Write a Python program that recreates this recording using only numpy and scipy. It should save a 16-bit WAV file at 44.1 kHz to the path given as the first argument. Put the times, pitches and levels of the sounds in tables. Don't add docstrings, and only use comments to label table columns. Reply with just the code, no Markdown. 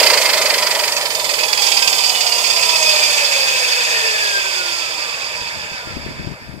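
import sys
import numpy as np
from scipy import signal
from scipy.fft import rfft, irfft, next_fast_len
from scipy.io import wavfile
from scipy.ndimage import uniform_filter1d, map_coordinates

SR = 44100
rng = np.random.default_rng(int(sys.argv[2]) if len(sys.argv) > 2 else 0)


def int16_out(signal):
    q = np.round(np.clip(np.atleast_2d(signal).T, -1, 1) * 32767)
    wavfile.write(sys.argv[1], SR, q.astype(np.int16))


N = 291060
T = np.arange(N) / SR
SIZE = next_fast_len(N + 4096)
HZ = np.arange(SIZE // 2 + 1) * SR / SIZE + 1e-3
PINION, WHEEL = 8, 42
REFERENCE_TURNS = 100


def undb(db):
    return 10 ** (np.asarray(db) / 20)


def to_db(gain):
    return 20 * np.log10(gain)


def unit(x):
    return x / np.sqrt(np.mean(x ** 2))


def curves(table):
    seconds, *columns = np.transpose(table)
    return [np.interp(T, seconds, column) for column in columns]


def across(points):
    hz, value = np.transpose(points)
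    return np.interp(np.log(HZ), np.log(hz), value)


def colour(x, response):
    return irfft(rfft(x, SIZE) * response, SIZE)[..., :N]


def rings(modes):
    total = 0
    for k, (centre, width, db) in enumerate(modes):
        resonance = 1 / (1 + 1j * (HZ ** 2 - centre ** 2) / (HZ * width))
        total = total + (-1) ** k * undb(db) * resonance
    return total


def swell(hz, modes):
    return sum(undb(db) / (1 + (2 * (hz - centre) / width) ** 2) for centre, width, db in modes)


def walk(rate):
    hold = int(SR / rate)
    steps = np.repeat(rng.standard_normal(N // hold + 1), hold)
    return unit(uniform_filter1d(uniform_filter1d(steps, hold), hold)[:N])


def delay(x, ms):
    return map_coordinates(x, [np.arange(N) - ms * SR / 1000], order=3, mode="nearest")


START_TURNS = 139.47
BEARING_LOSS, AIR_LOSS = 18.49, 1.97
AIR_POWER = 3.537


def speed():
    turns = np.linspace(START_TURNS, 0, num=4000)
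    loss = BEARING_LOSS + AIR_LOSS * (turns / REFERENCE_TURNS) ** AIR_POWER
    seconds = np.cumsum(START_TURNS / len(turns) / loss)
    return np.interp(T, seconds, turns)


# pitch in Hz, width in Hz, strength in dB within its part.
DISC = [(4400, 28, 1), (4770, 248, 8), (5004, 310, 1.5), (5280, 273, 1.5), (4820, 880, -7.5)]
HOUSING = [(462, 157, -8.5), (856, 265, -5), (978.4, 69, 2), (1227, 210, -11)]
GUARD_LOW = [(2318, 100, -9), (2425, 60, -5), (2563, 42, 1.5), (2810, 110, -11)]
GUARD_HIGH = [(2980, 70, -3), (3170, 200, -2), (3505, 85, 3.5), (3700, 45, -2), (3900, 45, -4)]
THIN = [(5826, 80, -4), (6592, 100, 0), (7408, 70, -3), (7930, 150, -7), (8814, 110, -9)]
BOOM = [(470, 122, -5.5), (618.6, 73.4, 4.5), (674, 250, -8)]
OPEN_SIDE = [(1192, 44, -7.5), (1502, 207, -2), (1767, 244, 2), (2250, 210, 4.5)]
RASP = [(2010, 460, -1.2), (2430, 120, -0.0094), (3034, 180, -0.18), (4280, 250, 2), (4980, 134, 0.6),
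        (5420, 170, -2.4)]
SIZZLE = [(7220, 670, 0)]
# frequency in Hz, strength in dB within the air.
AIR = [(40, -34), (150, 1), (300, 3), (500, 2), (1300, -9), (1700, 3), (2050, 20), (4000, 9.5), (8500, 19),
       (10000, 13.5), (11500, 15.5), (15000, 10)]


def part_responses():
    return {"disc": rings(DISC), "housing": rings(HOUSING), "low guard": rings(GUARD_LOW),
            "high guard": rings(GUARD_HIGH), "thin rings": rings(THIN), "fan air": undb(across(AIR)),
            "boom": rings(BOOM), "open side": rings(OPEN_SIDE), "rasp": rings(RASP),
            "sizzle": rings(SIZZLE)}


# time in seconds, nearness in dB,
# facing the motor end from 0 to 1, facing the bare disc from 0 to 1.
WALK = [(0, 2, 1, 0.3), (.13, 0, 0.92, 0.4), (.18, -0.7, 0.89, 0.44), (.55, -2, 0.87, 0.28),
        (.9, -2.5, 0.73, 0.16), (1.1, -4.5, 0.71, 0.27), (1.4, -2, 0.52, 0.35), (1.57, -1.5, 0.3, 0),
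        (1.64, 0.5, 0.03, 0.08), (2.0, 0, 0.03, 0), (2.3, -0.2, 0.16, 0.28), (2.65, 0.3, 0.05, 0.6),
        (2.95, 2, 0.03, 0.52), (3.4, 0.74, 0.1, 0.82), (4.1, 1.15, 0.17, 0.97), (4.8, 0.6, 0, 0.86),
        (5.0, 0.1, 0.16, 1), (5.5, -1, 0.07, 1), (6.0, -2.5, 0.29, 1), (6.33, -4.5, 0.27, 1),
        (6.6, -7, 0.36, 0.84)]
PARTS = {"disc": (-13.5, 1.16, -9, 1, 1, -3.5), "housing": (-26.5, 0.62, 2.5, -2, 0.16, -0.7),
         "low guard": (-24.5, 1.21, -8, 10, 1.2, -1), "high guard": (-22.5, 1.06, -13, 3, 0.98, 2),
         "thin rings": (-20.5, 1.99, -9, 6, 0.93, -3.5), "fan air": (-21.5, 2, -2, 1.5, 0.09, 3),
         "boom": (-38, 0.74, 13, 4.5, -0.5, 2), "open side": (-37.5, 0.35, -5.5, 10.5, 0.97, 3.5),
         "rasp": (-22, 2, 0.6, 4.5, 0.9, -8), "sizzle": (-23.5, 1.24, -12, 1.5, -0.44, -3)}
AIR_FLOOR_DB = -53.5
GUARD_FLARE_MULTIPLE, GUARD_FLARE_GAIN = 24, 1.8
DISC_FLARE_MULTIPLE, DISC_FLARE_GAIN = 32, 0.9


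def heard(turns):
    near_db, motor, bare = curves(WALK)
    speed_db = to_db(turns / REFERENCE_TURNS)
    levels = {}
    for name, (db, slope, motor_db, bare_db, _, _) in PARTS.items():
        levels[name] = db + slope * speed_db + near_db + motor_db * motor + bare_db * bare
    levels["fan air"] = to_db(np.hypot(undb(levels["fan air"]), undb(AIR_FLOOR_DB)))
    guard_flare = GUARD_FLARE_GAIN * swell(GUARD_FLARE_MULTIPLE * turns, GUARD_LOW)
    disc_flare = DISC_FLARE_GAIN * swell(DISC_FLARE_MULTIPLE * turns, DISC)
    levels["low guard"] = levels["low guard"] + to_db(1 + guard_flare)
    levels["disc"] = levels["disc"] + to_db(1 + disc_flare)
    return levels


STROKE_RISE, STROKE_FALL = 0.05, 0.26
SECOND_AT, SECOND_SHARE = 0.42, 0.38
STROKE_LEAD = 0.25


def strokes(turn):
    def one(age):
        return np.exp(-age / STROKE_FALL) - np.exp(-age / STROKE_RISE)

    start = turn + STROKE_LEAD
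    both = one(start % 1) + SECOND_SHARE * one((start - SECOND_AT) % 1)
    return 2 * both / both.max() - 1


# time in seconds, bearing in turns.
BEARING = [(0.0, 0.015), (0.12, -0.3), (0.48, -0.18), (0.72, -0.16), (0.9, -0.28), (1.1, -0.29),
           (1.25, -0.21), (1.5, -0.32), (1.68, -0.656), (2.6, -0.74), (2.9, -0.68), (6.6, -0.34)]
# start in seconds, dB added to the throb.
CLACKS = [(0.964, 4), (1.149, 5), (1.529, 7), (1.716, 0), (1.820, 3), (1.876, 5)]
CLACK_FALL_S = 0.01
SWING_MOTOR_DB = 7.5
SWING_DISC_DB = 6
SWING_ENDS_TURNS = 52


def throb(turns, shaft, scatter_db=0.54, skew=0.16, peaked=0.18):
    motor_side = np.clip(curves(WALK)[1], 0, 1) ** 2
    fading = np.clip((turns - SWING_ENDS_TURNS) / (REFERENCE_TURNS - SWING_ENDS_TURNS), 0, None)
    turn = shaft * PINION / WHEEL - curves(BEARING)[0]
    angle = 2 * np.pi * turn
    load = np.cos(angle + skew * np.cos(angle))
    motor_db = SWING_MOTOR_DB * (load + peaked * load ** 2)
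    disc_db = SWING_DISC_DB * fading * strokes(turn)
    throb_db = motor_side * motor_db + (1 - motor_side) * disc_db + scatter_db * walk(30)
    for start, db in CLACKS:
        throb_db = throb_db + db * (T > start) * np.exp(-np.abs(T - start) / CLACK_FALL_S)
    return throb_db


# frequency in Hz, likeness from 0 to 1.
ALIKE = [(300, 1), (1200, 0.89), (1700, 0.79), (2500, 0.6), (4500, 0.5), (8000, 0.2)]


def rattle(turns, shaft, flicker_db=0.88, flutter_db=1.34):
    throb_db = throb(turns, shaft)
    alike = np.clip(across(ALIKE), 0, 1)
    knocks = rng.standard_normal((2, N))
    knocks[0] = colour(knocks[1], alike) + colour(knocks[0], np.sqrt(1 - alike ** 2))
    responses, levels = part_responses(), heard(turns)
    out = 0
    for name, (*_, share, left_db) in PARTS.items():
        gate = undb(share * throb_db + flicker_db * walk(10) + share * flutter_db * walk(45))
        gate = gate / np.sqrt(uniform_filter1d(gate ** 2, size=SR // 5))
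        own = np.roll(knocks, rng.integers(N), axis=1)
        ringing = unit(colour(own * gate, responses[name]))
        out = out + undb(levels[name]) * ringing * np.array([[undb(left_db)], [1]])
    return out


WHINE_ORDERS = (8, 12, 15, 26, 32, 64)
# pitch in Hz, width in Hz, level in dB.
SWELLS = [
    [(1120, 36, -37), (985, 50, -33), (812, 60, -36), (724, 50, -36), (619, 70, -31), (530, 60, -33),
     (447, 45, -39), (362, 45, -42)],
    [(975, 60, -28.5), (800, 90, -43), (600, 110, -43)],
    [(2065, 60, -27), (1740, 60, -42)],
    [(3260, 200, -34)],
    [(4150, 110, -31), (3620, 220, -33), (3300, 240, -28), (2960, 240, -28), (2480, 220, -22.5),
     (1780, 130, -34), (1620, 150, -30), (1450, 130, -36), (1200, 150, -39), (960, 150, -39.5)],
    [(6800, 500, -36), (5200, 600, -27), (3270, 250, -33), (1550, 310, -39)],
]
# multiple of the shaft speed, level in dB against the fan air.
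ORDERS_DB = [(16, -19), (20, -20), (24, -17), (28, -21), (36, -21), (44, -19), (60, -20)]


def whine(turns, shaft, wobble=0.25, waver_db=3.0, rough_db=2.8, slur=0.1):
    swing = 1 + wobble * np.cos(2 * np.pi * shaft * PINION / WHEEL)
    air_db = heard(turns)["fan air"]
    lines = [(multiple, swell(multiple * turns, modes)) for multiple, modes in zip(WHINE_ORDERS, SWELLS)]
    lines += [(multiple, undb(air_db + db + waver_db * walk(2.91))) for multiple, db in ORDERS_DB]
    total = 0
    for multiple, gain in lines:
        rough = undb(rough_db * walk(45))
        phase = multiple * shaft + slur * walk(40)
        total = total + gain * rough * np.sin(2 * np.pi * phase)
    return np.sqrt(2) * swing * total


# time in seconds, left minus right in dB in the bass, in the middle, in the treble.
SHADE = [(0.0, 7, 0, -2.5), (0.6, 7, 3, 0), (1.25, 6.5, -6, -0.5), (1.6, 6, -3, -4), (2.3, 5.5, -3, -0.5),
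         (3.0, 7, -0.5, 0.5), (3.9, 4, 2, 3), (4.6, 3, -4, 1), (6.6, 9, -2.5, 4)]
# time in seconds, bass delay in ms, middle and treble delay in ms.
LAG = [(0, 0.048, 0.051), (.8, 0.091, 0.059), (1.3, 0.16, 0.27), (2.4, 0.12, 0.33), (3.5, 0.12, 0.32),
       (5, 0.15, 0.28), (6.6, 0.15, 0.3)]
# frequency in Hz, gain in dB.
LEFT_PORT = [(300, -11.5), (1000, -6.5), (1400, 4.5), (1800, 4.5), (2050, -2.5), (2500, -1), (3150, -10.5),
             (3700, -3), (4800, -6.5), (6200, -10.5), (10000, -8), (14000, -8), (14700, -19)]


def left_port(sound):
    bass_ms, treble_ms = curves(LAG)
    bass = 1 / (1 + (HZ / 1150) ** 6)
    treble = 1 / (1 + (3900 / HZ) ** 8)
    splits = np.array([bass, 1 - bass - treble, treble])
    bands = colour(sound, undb(across(LEFT_PORT)) * splits) * undb(curves(SHADE))
    return delay(bands[0], bass_ms) + delay(bands[1] + bands[2], treble_ms)


def rumble(level_db=-51.5):
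    low = 1 / (1 + (HZ / 200) ** 2) / (1 + (25 / HZ) ** 2)
    response = low + np.abs(rings([(128, 24, 0.51)]))
    noise = rng.standard_normal(N) + 0.66 * rng.standard_normal((2, N))
    return undb(level_db) * unit(colour(noise, response))


# start in seconds, peak in dB at the louder port, left minus right in dB.
THUMPS = [(0.958, -33, 5), (2.659, -41, 6), (3.459, -39, 18), (5.415, -34, 16), (5.563, -30, 10),
          (5.649, -38, 13.5), (5.713, -23.5, 23), (5.738, -29, -11.0), (5.871, -27, 22), (5.965, -21, 27),
          (6.061, -20.5, 23), (6.084, -21, -16), (6.107, -28, 4), (6.194, -25, 7), (6.241, -38, 15),
          (6.27, -18.5, 11), (6.314, -30, 24), (6.424, -46.5, 3), (6.49, -31, 20), (6.539, -39, 8.0)]
# start in seconds, length in seconds, dB at the louder port, left minus right in dB.
GUSTS = [(5.32, 0.17, -44, 16), (5.516, 0.17, -41, 15), (5.842, 0.26, -33.5, 23), (6.077, 0.16, -37, -3),
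         (6.192, 0.17, -28, 30), (6.388, 0.084, -40, -6), (6.446, 0.24, -33.5, 21)]
GUST_EDGE_S = 0.035
BREEZE_DB, BREEZE_FROM_S, BREEZE_RISE_S = -56, 4.9, 0.53


def thumps_and_wind(gust_db=0.5, fall_s=0.0034):
    def ports(db, pan_db):
        return undb(db + np.array([min(pan_db, 0), min(-pan_db, 0)]))

    strength = undb(BREEZE_DB) * np.clip((T - BREEZE_FROM_S) / BREEZE_RISE_S, 0, 1)
    for start, length, db, pan_db in GUSTS:
        to_edge = np.minimum(T - start, start + length - T)
        strength = strength + np.outer(ports(db, pan_db), np.clip(to_edge / GUST_EDGE_S, 0, 1))
    strength = strength * [undb(gust_db * walk(35)), undb(gust_db * walk(35))]
    for start, db, pan_db in THUMPS:
        age = np.clip(T - start, 0, 1) / fall_s
        strength = strength + np.outer(ports(db, pan_db), age * np.exp(1 - age))
    body = 1 / (1 + (HZ / 260) ** 3) / (1 + (40 / HZ) ** 2)
    return strength * unit(colour(rng.standard_normal((2, N)), body))


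def scene():
    turns = speed()
    shaft = np.cumsum(turns) / SR
    left, right = rattle(turns, shaft)
    tones = whine(turns, shaft)
    saw = np.array([left_port(left + undb(3.5) * tones), right + tones])
    return saw + rumble() + thumps_and_wind()


def record(dry, top_hz=15600):
    low_pass = signal.ellip(10, 0.2, 75, top_hz, fs=SR, output="sos")
    return signal.sosfilt(low_pass, np.clip(dry, -0.93, 0.93))


dry = scene()
out = record(dry)
int16_out(out)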